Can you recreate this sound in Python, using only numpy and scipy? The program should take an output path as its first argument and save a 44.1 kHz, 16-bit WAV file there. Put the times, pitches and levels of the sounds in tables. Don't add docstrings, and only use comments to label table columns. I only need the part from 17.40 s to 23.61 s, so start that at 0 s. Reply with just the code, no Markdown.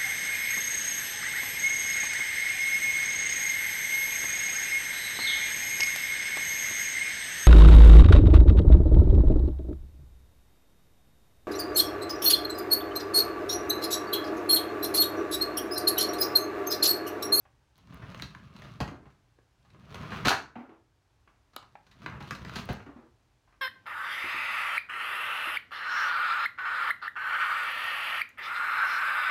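import sys
import numpy as np
from scipy import signal
from scipy.fft import rfft, irfft
from scipy.io import wavfile
from scipy.ndimage import uniform_filter1d

SR = 44100
rng = np.random.default_rng(int(sys.argv[2]) if len(sys.argv) > 2 else 0)


def store_pcm(level_fs):
    pcm = np.round(np.clip(level_fs, -1, 1) * 32767).astype(np.int16)
    wavfile.write(sys.argv[1], SR, np.atleast_2d(pcm).T)


N = 273861

# frequency_hz, level_db
RUMBLE_SPECTRUM = [(20, -36), (35, -16), (60, -3), (90, -1), (125, 5), (190, 0.5), (260, -9.5),
                   (400, -19.5), (520, -38), (1200, -60.5)]
CLACK_SPECTRUM = [(100, -24.5), (260, 4), (400, -1), (520, -4), (700, -1), (1000, -1.5), (1250, -3),
                  (1600, -2), (2100, -6), (2800, -7), (5000, -32), (12000, -53.5)]
CRACK_SPECTRUM = [(1200, -23), (2500, -2), (3300, 0), (4250, 3), (5100, -5.5), (6300, -6), (7500, -15),
                  (8400, -17.5), (10500, -21), (14500, -22), (16000, -28.5)]


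def amp(db):
    return 10 ** (np.asarray(db) / 20)


def unit(x):
    return x / np.sqrt(np.mean(x ** 2) + 1e-20)


def read(points, hz):
    f, value = np.transpose(points)
    return np.interp(np.log(hz + 1), np.log(f + 1), value)


def add(mix, s, sound):
    part = mix[max(round(s * SR), 0):][:len(sound)]
    part += sound[:len(part)]


def colour(x, points, peak_hz=1000, peak_db=0, size=4096):
    hz = abs(np.fft.fftfreq(size, 1 / SR))
    resonance = peak_db / (1 + (np.log2((hz + 1) / peak_hz) / 1.2) ** 2)
    log_gain = np.log(amp(read(points, hz) + resonance))
    taps = np.fft.ifft(np.exp(np.conj(signal.hilbert(log_gain)))).real
    return signal.oaconvolve(x, taps / np.linalg.norm(taps))[:len(x)]


def ring(modes, rise):
    t = np.arange(SR // 2) / SR
    sound = np.zeros(len(t))
    for k, (hz, db, t60) in enumerate(modes):
        sound += (-1) ** k * amp(db - 60 * t / t60) * np.sin(2 * np.pi * hz * t)
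    initial_rms = np.sqrt(sum(amp(db) ** 2 for _, db, _ in modes) / 2)
    return sound * (1 - np.exp(-t / rise)) / initial_rms


def burst(decay):
    t = np.arange(SR // 8) / SR
    sizes_db = np.repeat(rng.standard_normal(len(t)), SR // 1000)[:len(t)]
    envelope = np.exp(-t / max(decay, 1e-4)) * (1 - np.exp(-t / .0004))
    sound = rng.standard_normal(len(t)) * amp(0.81 * sizes_db) * envelope
    return sound / np.linalg.norm(sound) * np.sqrt(0.0027 * SR)


def waver(hz):
    spectrum = rfft(rng.standard_normal(N))
    return unit(irfft(spectrum * (np.fft.rfftfreq(N, 1 / SR) < hz), N))


def slips(per_s, spread_db):
    size = amp(spread_db * np.minimum(rng.exponential(1, N), 3.5))
    happens = rng.random(N) < per_s / SR
    return unit(size * rng.standard_normal(N) * happens)


def controls():
    # time_s, effort_db, dryness_db
    push_shut = [(0.36, -47.5, 20.5), (0.46, -24, 0.5), (0.54, -11.5, 0.5), (0.7, -8.5, 0), (0.9, -18, 5),
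                 (1.12, -20, 2), (1.24, -10, 4.5), (1.32, -13, 2.5), (1.39, -14.5, -3)]
    pull_open = [(2.2, -43.5, 16), (2.32, -26.5, -3), (2.41, -20.5, 4), (2.52, -10, 2.5),
                 (2.62, -2.5, -0.5), (2.75, 1, 4), (2.85, 1.5, -4)]
    push_again = [(4.12, -42.5, 1.5), (4.5, -38, 7), (4.63, -12, 2), (4.76, -9.5, -7.5), (4.86, -11, 8.5),
                  (5.01, -12.5, -0.5), (5.11, -7, 5), (5.18, -2, 11), (5.249, -10, 1), (5.33, -7, 5)]
    coast_db_per_s = 397.5
    t = np.arange(N) / SR
    strokes = push_shut, pull_open, push_again
    s, effort, dryness = np.concatenate(strokes).T
    idle_s = np.min([abs(t - np.clip(t, stroke[0][0], stroke[-1][0])) for stroke in strokes], axis=0)
    return np.interp(t, s, effort) - coast_db_per_s * idle_s, np.interp(t, s, dryness)


def slide():
    # frequency_hz, level_db
    scrape_spectrum = [(150, -25), (330, -3.5), (400, 4), (500, -2.5), (660, 2), (800, -9), (950, 1),
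                       (1250, 2.5), (1650, -5), (2100, -6), (2800, -13), (5000, -42), (12000, -65.5)]
    hiss_spectrum = [(1200, -36), (2600, 4.5), (3400, 2), (4200, -2), (5000, -6.5), (6300, -10.5),
                     (7600, -20), (9500, -19.5), (11000, -22), (15500, -24)]
    effort, dryness = controls()
    grit = slips(per_s=110, spread_db=2.74)
    rolling = slips(per_s=1700, spread_db=2.0)
    scraping = slips(per_s=1600, spread_db=-0.5) + 0.42 * grit
    hissing = slips(per_s=3400, spread_db=0.0) + 0.49 * grit
    rumble = amp(-40.5 + 0.76 * effort) * colour(rolling, RUMBLE_SPECTRUM)
    scrape = amp(-47 + effort) * colour(scraping, scrape_spectrum)
    hiss = amp(-58 + effort + dryness) * colour(hissing, hiss_spectrum)
    grains = slips(per_s=85, spread_db=0.0)
    grain_clack = colour(grains, CLACK_SPECTRUM, peak_hz=1900, peak_db=9)
    snaps = amp(-64 + 0.75 * effort + dryness) * (colour(grains, CRACK_SPECTRUM) + 0.7 * grain_clack)
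    return (rumble + scrape + hiss + snaps) * amp(2.6 * waver(hz=47.84))


def blow(thump_db, clack_db, crack_db, hz, chatter):
    # frequency_hz, relative_level_db, t60_s
    desk_modes = [(62, -3.5, 0.26), (82.45, -8.5, 0.24), (109.3, 1.5, 0.1), (132.4, 1.5, 0.14),
                  (151.2, -1.5, .15), (196, -4.5, 0.32), (237, -2.5, 0.11), (309, -4.5, .1),
                  (397, -11.5, 0.1)]
    out = amp(thump_db) * ring(desk_modes, rise=.003)
    add(out, 0, amp(clack_db + 1) * colour(burst(chatter), CLACK_SPECTRUM, peak_hz=hz, peak_db=11.5))
    add(out, 0, amp(crack_db - 2) * colour(burst(0.55 * chatter), CRACK_SPECTRUM))
    return out


def rattle():
    rise_s, fall_db_per_s = 0.06, 191
    t = np.arange(SR // 2) / SR
    hits = slips(per_s=280, spread_db=-1.5)[:len(t)] * np.minimum(t / rise_s, 1)
    hits = hits * amp(-fall_db_per_s * np.maximum(t - rise_s, 0))
    clack, crack = colour(hits, CLACK_SPECTRUM), colour(hits, CRACK_SPECTRUM)
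    return clack + amp(-10) * crack + amp(-9) * colour(hits, RUMBLE_SPECTRUM)


def stops(count=3):
    # start_s, thump_db, clack_db, crack_db, pitch_hz, rattle_db
    travel_ends = [(1.403, -23.5, -30, -34.5, 750, -53.5), (1.655, -47, -53.5, -71, 940, -68.5),
                   (2.854, -22.5, -21, -25, 1320, -31.5), (5.289, -24.5, -30, -42, 560, -49)]
    rebound_s, chatter_s, pitch_ratio = 0.0075, 0.011, 0.88
    thump_step_db, clack_step_db, crack_step_db = -11.5, -3, -5.5
    out = np.zeros(N)
    for s, thump_db, clack_db, crack_db, hz, rattle_db in travel_ends:
        for k in range(count):
            thump = thump_db + k * thump_step_db
            clack = clack_db + k * clack_step_db
            crack = crack_db + k * crack_step_db
            add(out, s + k * rebound_s, blow(thump, clack, crack, hz * pitch_ratio ** k, chatter_s))
        add(out, s, amp(rattle_db) * rattle())
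    return out


def crashes():
    # start_s, clack_db, crack_db, pitch_hz
    collisions = [(2.849, -25.5, -33, 1350), (2.871, -21.5, -21, 400), (2.882, -12, -11.5, 1460),
                  (2.891, -25.5, -12, 1274), (2.904, -14.5, -27, 710), (2.913, -17, -26, 1037),
                  (2.928, -26, -33.5, 1437)]
    out = np.zeros(N)
    for s, clack_db, crack_db, hz in collisions:
        add(out, s, blow(-38, clack_db, crack_db, hz, chatter=0.0086))
    return out


def catches():
    # start_s, relative_level_db
    catch_times = [(2.882, -27.5), (2.904, -11), (2.913, -13)]
    # frequency_hz, relative_level_db, t60_s
    panel_modes = [(607, -5, .05), (675, -4, .05), (783, 2, .06), (902, -9, .06), (1016, -6, .06),
                   (1062, -6, .06), (1113, -3, .07), (1468, -7, .06), (1590, -7, .06), (1668, -7, .05),
                   (4005, -14, .07), (4374, -12, .08)]
    out = np.zeros(N)
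    for s, db in catch_times:
        add(out, s, amp(db - 4.5) * ring(panel_modes, rise=.0015))
    return out


def bumps():
    # start_s, relative_level_db, thump_db, crack_db, pitch_hz, chatter_s
    jolts = [(0.524, -51.5, 3, -9, 1100, 0.01), (0.619, -45.5, 4.5, -16, 1300, 0.024),
             (0.797, -41.5, -16, -4, 1900, .004), (0.822, -35, -1.5, 2, 2300, 0.0027),
             (0.949, -43.5, -5.5, -9, 1230, 0.0033), (1.164, -50, -21, -1, 1460, 0.0062),
             (1.22, -44.5, -9, -7, 1610, 0.0053), (2.544, -40, -26, -0.5, 990, 0.0051),
             (2.705, -40.5, 0, -7, 1200, 0.0083), (2.717, -32.5, -15, -15, 1240, .02),
             (4.661, -30.5, -30, -15, 1370, 0.0053), (4.739, -45.5, 5, -19, 1090, 0.006),
             (4.805, -37.5, -6, -10.5, 1180, 0.014), (4.908, -32, -3, -3, 1510, 0.0051),
             (4.95, -41.5, -24, -0.5, 1400, 0.0084), (5.049, -36.5, -12, -10, 1480, 0.0027),
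             (5.095, -38.5, -13, -8, 1690, 0.0022), (5.157, -32, -3, 0.5, 1630, 0.022)]
    out = np.zeros(N)
    for s, db, thump_db, crack_db, hz, chatter in jolts:
        add(out, s, blow(db + thump_db, db, db + crack_db, hz, chatter))
    return out


def taps():
    # start_s, relative_level_db, crack_db, pitch_hz, chatter_s
    light_blows = [(0.052, -55, -30, 840, .008), (0.379, -58, -3, 1130, 0.024),
                   (1.477, -35.5, -12.5, 700, 0.0074), (2.249, -59, -13, 1140, 0.012),
                   (2.302, -61, -1, 2500, 0.0066), (2.346, -54, -24, 450, 0.0081),
                   (3.155, -34.5, -30, 792, 0.021), (3.293, -48.5, -22, 450, .02),
                   (3.875, -53, -17, 1080, 0.0096), (4.133, -56.5, -4, 1100, 0.021),
                   (4.226, -51, -7.5, 1040, 0.0081), (4.466, -57, -2, 1140, .011),
                   (4.512, -57, 2.5, 1900, 0.022), (5.402, -44.5, -29, 1000, 0.0059),
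                   (5.462, -44, -22, 648, 0.015), (6.075, -60.5, -18, 1060, 0.028),
                   (6.124, -57.5, -20, 1220, 0.012)]
    out = np.zeros(N)
    for s, db, crack_db, hz, chatter in light_blows:
        add(out, s, blow(db - 12.5, db, db + crack_db, hz, chatter))
    return out


def rocking(count=2):
    # first_landing_s, relative_level_db, pitch_hz
    swings = [(1.519, -35.5, 264), (1.603, -47, 294), (3.163, -29, 228.5), (3.21, -35.5, 254),
              (3.297, -38.5, 321), (5.468, -36, 275), (5.563, -39.5, 238), (5.636, -50, 339)]
    # frequency_hz, level_db
    scuff_spectrum = [(150, -15), (380, -2.5), (700, -2), (1100, -4.5), (1700, -12), (4000, -30.5),
                      (9000, -50)]
    gap_s, loss_db, climb = 0.025, 2, 0.032
    out = np.zeros(N)
    for start, first_db, first_hz in swings:
        for k in range(count):
            s = start + k * gap_s
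            db = first_db - k * loss_db
            hz = first_hz * (1 + k * climb)
            note = ring([(hz, 0, .09), (hz * 1.38, -8, .07)], rise=0.0024)
            add(out, s - .003, amp(db - 3.5) * note)
            add(out, s, amp(db - 9.0) * colour(burst(decay=0.035), scuff_spectrum))
    return out


def pull():
    # start_s, relative_level_db, pitch_hz, brightness_db
    finger_taps = [(1.987, -55, 464, -23), (4.164, -33, 1260, -4.5), (4.354, -40, 838, -27)]
    # pitch_multiple, relative_level_db, t60_s
    pull_modes = [(1, 0, .018), (1.33, -12, 0.021), (2.04, -17, .012), (3.33, -30, 0.014),
                  (4.3, -35, 0.011)]
    out = np.zeros(N)
    for s, db, hz, bright_db in finger_taps:
        modes = [(hz * multiple, level, t60) for multiple, level, t60 in pull_modes]
        add(out, s, amp(db) * ring(modes, rise=0.00011))
        add(out, s, amp(db + bright_db - 2.5) * colour(burst(decay=0.0016), CRACK_SPECTRUM))
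        add(out, s, amp(db - 5) * colour(burst(decay=0.0029), CLACK_SPECTRUM, peak_hz=hz, peak_db=9.5))
    return out


def ticks():
    # nominal_s, relative_level_db
    contacts = [(0.379, -48), (0.5425, -40), (0.82, -36), (1.195, -53), (3.0235, -48), (4.1617, -27),
                (5.254, -38), (5.3306, -36)]
    out = np.zeros(N)
    for s, db in contacts:
        add(out, s + 0.00085, amp(db - 14.5) * burst(decay=0.00094))
    return colour(out, [(2000, -17.0), (7000, -14), (11000, -5.0), (16000, -4.0)])


def room_tail(first_gap, count=1400):
    # frequency_hz, t60_s
    room_decay = [(60, 0.72), (250, 0.38), (700, 0.28), (1500, 0.33), (3000, 0.27), (6000, 0.29),
                  (14000, .19)]
    delay_s = abs(first_gap) + (np.arange(count) + rng.random(count)) / 2000
    taps_out = np.zeros(SR)
    taps_out[(delay_s * SR).astype(int)] = rng.choice([-1., 1.], count)
    hz, t, z = signal.stft(taps_out, SR, nperseg=256)
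    decay = amp(-60 * t / read(room_decay, hz)[:, None])
    tail = signal.istft(z * decay, SR, nperseg=256)[1]
    spectrum = [(60, -7.5), (180, -8.5), (400, -2.0), (1200, 0), (5000, -1.0), (16000, 3.0)]
    return colour(tail / np.linalg.norm(tail), spectrum)


def bedroom(x, wet_db):
    turn = 2 * np.pi * 7 * np.arange(N) / SR
    paths = []
    for share in (np.cos(turn), np.sin(turn)):
        paths.append(signal.fftconvolve(x * share, room_tail(first_gap=.005))[:N])
    return amp(wet_db) * sum(paths)


def background():
    # frequency_hz, level_db
    air_spectrum = [(12, -57), (20, -24.5), (44, -3), (91, -8), (123, -4.5), (146, -15), (198, -23.5),
                    (285, -18.5), (513, -24), (849, -22.5), (1330, -27), (1570, -26), (1810, -29),
                    (6010, -36), (16000, -51.5)]
    air = amp(-67.5) * colour(rng.standard_normal(N), air_spectrum)
    hum = np.sqrt(2) * np.sin(2 * np.pi * 121 * np.arange(N) / SR) * amp(1.3 * waver(hz=4))
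    return air + amp(-79.5) * hum


def scene():
    drawer = slide() + stops() + crashes() + catches() + bumps() + taps() + rocking()
    clicks = pull()
    reflections = bedroom(drawer + amp(-3.0) * clicks, wet_db=-1.5)
    return (drawer + clicks + ticks() + reflections + background())[None]


def limiter(x, threshold_db, level_fall_db_per_s):
    power_db = 10 * np.log10(abs(uniform_filter1d(x[0] ** 2, size=200)) + 1e-12)
    fall = np.arange(N) / SR * level_fall_db_per_s
    held_db = np.maximum.accumulate(power_db + fall) - fall
    over_db = np.maximum(held_db - threshold_db, 0)
    return x / amp(0.59 * uniform_filter1d(over_db, size=100))


def record(dry):
    thin = signal.sosfilt(signal.butter(2, 35, "highpass", fs=SR, output="sos"), dry)
    held = limiter(thin, threshold_db=-21, level_fall_db_per_s=11.0)
    ceiling = 0.71
    rounded = ceiling * np.tanh(held / ceiling)
    low_pass = signal.firwin(511, 15950, window=("kaiser", 9), fs=SR)
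    return signal.oaconvolve(rounded, low_pass[None], "same")


dry = scene()
out = record(dry)
store_pcm(out)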